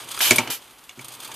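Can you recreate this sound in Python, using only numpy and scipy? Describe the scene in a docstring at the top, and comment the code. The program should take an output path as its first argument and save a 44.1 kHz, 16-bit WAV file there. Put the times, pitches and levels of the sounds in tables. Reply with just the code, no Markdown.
"""An air-driven corking machine on a wooden table runs through one stroke in a small room.
Loose metal parts rustle and tick over faint room noise, and the linkage squeaks. At 0.2 s air hisses
into the cylinder; the sliding ram knocks hard against its stops at 0.31 s and 0.38 s, shaking the table.
At 0.5 s a valve vents with a thin whistle. From 0.9 s a latch clicks, light knocks follow,
a low note lingers in the table and the loose parts rattle on."""
import sys
import numpy as np
from scipy import signal
from scipy.io import wavfile
from scipy.ndimage import uniform_filter1d

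SR = 44100
rng = np.random.default_rng(int(sys.argv[2]) if len(sys.argv) > 2 else 0)


def store_wav(level_fs):
    """Save 16-bit WAV to argv[1]."""
    pcm = np.round(np.clip(np.atleast_2d(level_fs), -1, 1) * 32767)
    wavfile.write(sys.argv[1], SR, pcm.T.astype(np.int16))


N = 59535
T = np.arange(N) / SR
CONTACT_S = 0.00017  # rise time of a metal impact


def from_db(db):
    """Amplitude grows tenfold for every 20 dB."""
    return 10 ** (np.asarray(db) / 20)


def at_hz(curve, hz):
    """Interpolation on a logarithmic frequency axis."""
    freqs, values = np.transpose(curve)
    return np.interp(np.log(hz), np.log(freqs), values)


def envelope(rows):
    """Straight lines in decibels give exponential swells and fades."""
    return from_db(np.interp(T, *np.transpose(rows)))


def flicker(rate_hz):
    """Smoothed white noise gives a slow random fluctuation of unit deviation."""
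    size = max(2, int(SR / rate_hz))
    slow = rng.standard_normal(N)
    for _ in range(2):
        slow = uniform_filter1d(slow, size, mode="wrap")
    return slow / slow.std()


def decay(start_s, attack_s, t60_s):
    """Damping: after a linear rise the level falls 60 dB in each t60_s."""
    age = np.maximum(T - start_s, 0)
    return np.minimum(age / attack_s, 1) * from_db(-60 * age / t60_s)


def bands(colour, width):
    """Spectral shaping: half-octave bands of stereo noise as (hz, signal), their powers summing to 1."""
    edges = 25 * 2 ** np.arange(0, 9.6, .5)
    white, out = rng.standard_normal((2, 2, N)), []
    for k, (low, high) in enumerate(zip(edges, edges[1:])):
        hz = np.sqrt(low * high)
        band_pass = signal.butter(2, [low, high], "band", fs=SR, output="sos")
        mid, side = signal.sosfilt(band_pass, white[k % 2])
        spread = from_db(at_hz(width, hz))
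        stereo = (mid + spread * side * [[1], [-1]]) / np.hypot(1, spread)
        out.append((hz, from_db(at_hz(colour, hz)) * stereo))
    total = np.sqrt(sum(np.mean(band ** 2) for _, band in out))
    return [(hz, band / total) for hz, band in out]


def resonance(x, hz, width_hz):
    """A two-pole resonator passes a narrow band with unit gain at its peak."""
    radius = np.exp(-np.pi * width_hz / SR)
    feedback = [1, -2 * radius * np.cos(2 * np.pi * hz / SR), radius ** 2]
    return signal.lfilter(np.array([1, 0, -1]) * (1 - radius ** 2) / 2, feedback, x)


def noise(colour, width, peaks=(), tilt_db_per_octave=0):
    """Source and filter: coloured stereo noise lifted by resonances, at unit rms."""
    x = sum(band * from_db(tilt_db_per_octave * np.log2(hz)) for hz, band in bands(colour, width))
    for hz, width_hz, db in peaks:
        x = x + from_db(db) * resonance(x, hz, width_hz)
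    return x / x.std()


def struck(hits, modes, attack_s, vary_db):
    """Modal superposition: each hit excites every mode as a damped sine of slightly random strength."""
    out = np.zeros(N)
    for start_s, hit_db in hits:
        age = T[:N - int(start_s * SR)]
        rise = np.minimum(age / attack_s, 1)
        for k, (hz, mode_db, t60_s) in enumerate(modes):
            level_db = hit_db + mode_db + vary_db * rng.standard_normal() - 60 * age / t60_s
            out[N - len(age):] += (-1) ** k * rise * from_db(level_db) * np.sin(2 * np.pi * hz * age)
    return out


# stereo width of the room noise, also of the parts, rub and whistle: frequency_hz, side_minus_mid_db
SCENE_WIDTH = [(60, -16.5), (2200, -32), (3300, -11), (5000, -18.5), (9000, -8), (14000, -6.5)]
# spectrum of the room noise: frequency_hz, density_db
ROOM_COLOUR = [(25, -13), (60, 2), (85, -18), (125, 2), (175, -8), (260, 3.5), (500, -3), (1000, 3),
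               (1800, -3), (2800, -2), (5000, -12), (14000, -8)]
def room_noise():
    """Stationary noise forms a faint, even background."""
    return from_db(-51.5) * noise(ROOM_COLOUR, SCENE_WIDTH)


def reverberation(x, level_db=-18, dull_hz=3520):
    """Diffuse reflections: convolution with decaying noise adds a short, dull tail."""
    mid, side = rng.standard_normal((2, N)) * decay(start_s=0.0012, attack_s=0.0014, t60_s=0.16)
    tail = mid + from_db(-37) * side * [[1], [-1]]
    tail = signal.sosfilt(signal.butter(1, dull_hz, fs=SR, output="sos"), tail)
    tail /= np.sqrt(np.sum(tail ** 2) / 2)
    return from_db(level_db) * signal.fftconvolve(x, tail, axes=1)[:, :N]


# ticks of loose parts: start_s, level_db
PART_TICKS = [(0.013, -41), (0.043, -42), (0.087, -31), (0.113, -25.5), (0.165, -31), (0.1894, -22.5),
              (0.359, -15.5), (0.637, -45), (0.707, -43), (0.8376, -42.5), (1.01, -39), (1.044, -31.5),
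              (1.0818, -31), (1.121, -33.5), (1.138, -35.5), (1.149, -39.5), (1.2012, -30.5),
              (1.229, -37.5), (1.246, -31.5), (1.2754, -35), (1.34, -31.5)]
# their rustle: time_s, level_db
PART_RUSTLE = [(0, -40), (0.07, -44), (0.12, -36), (0.3, -34), (0.48, -63), (0.62, -54.5), (0.95, -58.5),
               (1.03, -46.5), (1.14, -46.5), (1.18, -50), (1.24, -45), (1.35, -39.5)]
# their spectrum: frequency_hz, density_db
PART_COLOUR = [(100, -31), (500, -20), (1000, -3.5), (1900, -5.5), (3200, 3.5), (5400, -2), (9000, -3),
               (14000, 3)]
# their resonances: pitch_hz, bandwidth_hz, gain_db
PART_PEAKS = [(1170, 240, 0.5), (3150, 44, 4.5), (3446, 92, 4.5), (4820, 116, 3.5), (6230, 180, -3),
              (6720, 94, 8), (8250, 360, 8), (9580, 140, 10), (11070, 160, 1.5), (13000, 79, -4)]
def loose_parts():
    """Resonant filtering: short ticks and a rough rustle take their colour from the same metal parts."""
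    bursts = sum(from_db(db) * decay(start_s, attack_s=0.0018, t60_s=0.061) for start_s, db in PART_TICKS)
    ticks = bursts * noise(PART_COLOUR, SCENE_WIDTH, PART_PEAKS)
    roughness = from_db(3.3 * flicker(rate_hz=100))
    rustle = noise(PART_COLOUR, SCENE_WIDTH, PART_PEAKS, tilt_db_per_octave=-3.5)
    return ticks + envelope(PART_RUSTLE) * roughness * rustle


# rub of the sliding ram: time_s, level_db
RUB_LEVELS = [(0, -44), (0.17, -48), (0.25, -40.5), (0.41, -30), (0.45, -38), (0.5, -34.5), (0.54, -49.5),
              (0.62, -58), (0.95, -73.5), (1.0, -53.5), (1.28, -48.5), (1.3, -48.5), (1.35, -47.5)]
# its spectrum: frequency_hz, density_db
RUB_COLOUR = [(50, -18), (120, -3.5), (180, -4), (260, -2), (450, 2), (1100, 2.5), (1900, -2), (2900, 1.5),
              (5500, -21.5), (14000, -43)]
# resonances under it: pitch_hz, bandwidth_hz, gain_db
RUB_PEAKS = [(125.1, 8.7, 16), (257.5, 19, 5.5), (363, 134, 0.5), (940, 57, -0.5)]
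def ram_rub():
    """Sliding friction makes a dull noise that drives low resonances."""
    return envelope(RUB_LEVELS) * noise(RUB_COLOUR, SCENE_WIDTH, RUB_PEAKS)


# clicks of the latch: start_s, level_db
LATCH_HITS = [(0.8938, -37), (0.911, -46), (1.318, -37)]
# its modes: pitch_hz, level_db, t60_s
LATCH_RING = [(2230, 1, .025), (2900, -1.5, 0.025), (3500, 3, 0.016), (6530, 1, .018)]
def latch():
    """Heavy damping shortens the latch's ring to a compact click."""
    return struck(LATCH_HITS, LATCH_RING, CONTACT_S, vary_db=1.0)


# squeak of the linkage: start_s, level_db
LINKAGE_SQUEAK = [(0.176, -24)]
# its modes: pitch_hz, level_db, t60_s
LINKAGE_MODES = [(1300, -1, 0.02), (2500, -6, .015), (4900, 2, 0.03)]
def linkage_squeak():
    """Three damped, nearly harmonic modes blend into a brief squeak."""
    return struck(LINKAGE_SQUEAK, LINKAGE_MODES, CONTACT_S, vary_db=-6.0)


# clinks of small steel parts: start_s, level_db
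CLINK_HITS = [(0.1895, -36), (0.3588, -22.5)]
# their modes: pitch_hz, level_db, t60_s
CLINK_RING = [(8650, -13, 0.15), (9440, 1.5, 0.054), (12460, 5, 0.028)]
def clinks():
    """Small, stiff steel parts have high natural frequencies."""
    return struck(CLINK_HITS, CLINK_RING, CONTACT_S, vary_db=3.5)


# thumps through the mount: start_s, table_db, hardness_db_per_octave, plate_db
MOUNT_THUMPS = [(0.205, -52, 0, -29), (0.3090, -28.5, 4.5, -28), (0.3850, -26.5, -2, -17),
                (0.974, -48, 1, -66), (1.290, -62, 0, -33)]
# modes of the wooden table: pitch_hz, level_db, t60_s
WOOD_MODES = [(110.7, -3.5, 0.27), (130, -3, 0.09), (244, 11, 0.1), (364, 10, 0.09)]
# modes of the base plate: pitch_hz, level_db, t60_s
PLATE_MODES = [(775, -15, .2), (900, 0, .096), (995, 1, .05), (1160, -4, .05)]
def table_and_plate(attack_s=0.009, note_start_s=0.975, note_hz=130):
    """Structure-borne sound: blows ring table and plate; harder ones favour the table's upper modes."""
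    low_note = np.sin(2 * np.pi * note_hz * (note_start_s - T))  # lingers after the stroke
    out = from_db(-42) * decay(note_start_s, attack_s, t60_s=0.42) * low_note
    lowest_hz = WOOD_MODES[0][0]
    for start_s, table_db, hardness, plate_db in MOUNT_THUMPS:
        modes = [(hz, db + hardness * np.log2(hz / lowest_hz), t60_s) for hz, db, t60_s in WOOD_MODES]
        out += struck([(start_s, table_db)], modes, attack_s, vary_db=-0.5)
        out += struck([(start_s, plate_db)], PLATE_MODES, attack_s, vary_db=2.0)
    return out


# resonances of the air ports: pitch_hz, bandwidth_hz, gain_db
PORT_PEAKS = [(2430, 88, 1), (3050, 180, 3.5), (12400, 810, -8)]
def air_jet(colour, width, start_s, attack_s, hold_s, sag_db_per_s, release_db_per_s):
    """Turbulent jet noise rises as a valve opens, sags with the pressure and dies away."""
    age = np.maximum(T - start_s, 0)
    opening = 1 - np.exp(-age / attack_s)
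    drop_db = sag_db_per_s * np.minimum(age, hold_s) + release_db_per_s * np.maximum(age - hold_s, 0)
    return opening * from_db(-drop_db) * noise(colour, width, PORT_PEAKS)


VENT_START_S = 0.5005
# spectrum of the vented air: frequency_hz, density_db
EXHAUST_COLOUR = [(100, -17), (500, -10), (1600, -1), (2600, 0.5), (4200, 1), (7000, 1.5), (10000, -4.5),
                  (12000, 10), (14000, 4)]
# its stereo width: frequency_hz, side_minus_mid_db
EXHAUST_WIDTH = [(100, -20), (2500, -24), (5000, -8), (9000, -7), (13000, 3.5)]
def vent():
    """Compressed air escapes in a short, bright puff of turbulence."""
    return from_db(-21.5) * air_jet(EXHAUST_COLOUR, EXHAUST_WIDTH, VENT_START_S, attack_s=0.0012,
                                    hold_s=0.052, sag_db_per_s=171, release_db_per_s=432)


def vent_whistle(delay_s=0.043, spread_s=0.02):
    """Narrow-band noise is heard as a pitch: the vent whistles briefly as its jet thins."""
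    hiss = resonance(noise(EXHAUST_COLOUR, SCENE_WIDTH), hz=11600, width_hz=700)
    swell = np.exp(-((T - VENT_START_S - delay_s) / spread_s) ** 2)
    return from_db(-37) * swell * hiss / hiss.std()


# spectrum of the air entering the cylinder: frequency_hz, density_db
INLET_COLOUR = [(60, -20), (180, -12), (500, -3.5), (1000, 0), (2000, 0), (3300, 5.5), (6500, 0.5),
                (10000, 2), (14000, 2)]
# its stereo width: frequency_hz, side_minus_mid_db
INLET_WIDTH = [(100, 12), (1000, -2.5), (3000, -10.5), (6000, -1), (14000, -2)]
def cylinder_fill():
    """Turbulent flow into the cylinder makes a broadband hiss."""
    return from_db(-15.5) * air_jet(INLET_COLOUR, INLET_WIDTH, start_s=0.2055, attack_s=0.005,
                                    hold_s=0.075, sag_db_per_s=30, release_db_per_s=138)


# knocks of the ram and its linkage: start_s, crack_db, ring_db, tilt_db_per_octave, bass_db
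RAM_KNOCKS = [(0.2052, -14.5, -44, -4.5, -25), (0.3081, -7, -7, 1.5, 8), (0.3195, -20, -17, -2, -22),
              (0.3836, -11, -9.5, 0.14, -9), (0.4742, -22, -42, -5, -22), (0.8925, -34, -54, -1, -30),
              (0.9935, -38, -37, -0.5, 6), (1.316, -35, -56, 1, -21)]
# spectrum of a knock's crack: frequency_hz, density_db
IMPACT_COLOUR = [(35, -10), (80, -10), (170, 1.5), (400, 0.5), (900, 0), (1500, 1.5), (2700, 6.5),
                 (4000, -0.5), (7000, -0.5), (10000, -2.5), (14000, -5.5)]
# its decay times: frequency_hz, t60_s
IMPACT_T60 = [(100, 0.091), (700, 0.12), (2500, 0.047), (7000, 0.068), (14000, 0.01)]
# its stereo width: frequency_hz, side_minus_mid_db
IMPACT_WIDTH = [(40, 2), (200, -19), (1000, -22), (6000, -8), (13000, -5.5)]
# modes of the steel frame: pitch_hz, level_db, t60_s
FRAME_MODES = [(615.4, -20, 0.25), (1314, -17, 0.095), (2080, -21, 0.11), (2184, -6, 0.052),
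               (2292, 7, 0.029), (2440, -10, 0.071), (2812, -28, 0.17), (2980, -26, 0.27), (3490, -22, 0.1),
               (4485, -33, 0.26)]
# hard first contacts with the steel stop: start_s, level_db
STOP_SNAPS = [(0.3084, -0.5), (0.3840, -22), (0.9920, -33.5)]
# modes of the stop: pitch_hz, level_db, t60_s
STOP_MODES = [(2970, -10, 0.018), (6600, 2.5, 0.0049), (7220, 0.5, 0.005)]
def ram_knocks(bass_hz=580):
    """Impact excites a wide band: the stop snaps, a crack dies fastest in the treble, the frame rings."""
    crack = 0
    for hz, band in bands(IMPACT_COLOUR, IMPACT_WIDTH):
        octaves = np.log2(max(hz, 700) / 2000)  # the tilt pivots at 2 kHz and is flat below 700 Hz
        bass_share = 1 / (1 + (hz / bass_hz) ** 2)
        for start_s, crack_db, _, tilt, bass_db in RAM_KNOCKS:
            gain = from_db(crack_db + tilt * octaves + bass_db * bass_share)
            crack += gain * decay(start_s, CONTACT_S, at_hz(IMPACT_T60, hz)) * band
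    frame_hits = [(start_s, ring_db) for start_s, _, ring_db, _, _ in RAM_KNOCKS]
    ring = struck(frame_hits, FRAME_MODES, CONTACT_S, vary_db=1.0)
    snap = struck(STOP_SNAPS, STOP_MODES, attack_s=0.0003, vary_db=1.0)
    return crack + ring + snap


def scene():
    """Superposition: the machine and its reverberation add to table, loose parts, rub and room noise."""
    air = cylinder_fill() + vent() + vent_whistle()
    machine = air + ram_knocks() + clinks() + linkage_squeak() + latch()
    rub = ram_rub()
    return machine + reverberation(machine) + table_and_plate() + loose_parts() + rub + room_noise()


def record(dry):
    """The balance leans slightly right, soft saturation rounds the peaks and a low-pass cuts the top."""
    right_lead_db, ceiling, cutoff_hz = 0.53, 1.15, 14250
    panned = dry * from_db(right_lead_db * np.array([[-.5], [.5]]))
    low_pass = signal.ellip(12, .1, 80, cutoff_hz, fs=SR, output="sos")
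    return signal.sosfilt(low_pass, ceiling * np.tanh(panned / ceiling))


dry = scene()
out = record(dry)
store_wav(out)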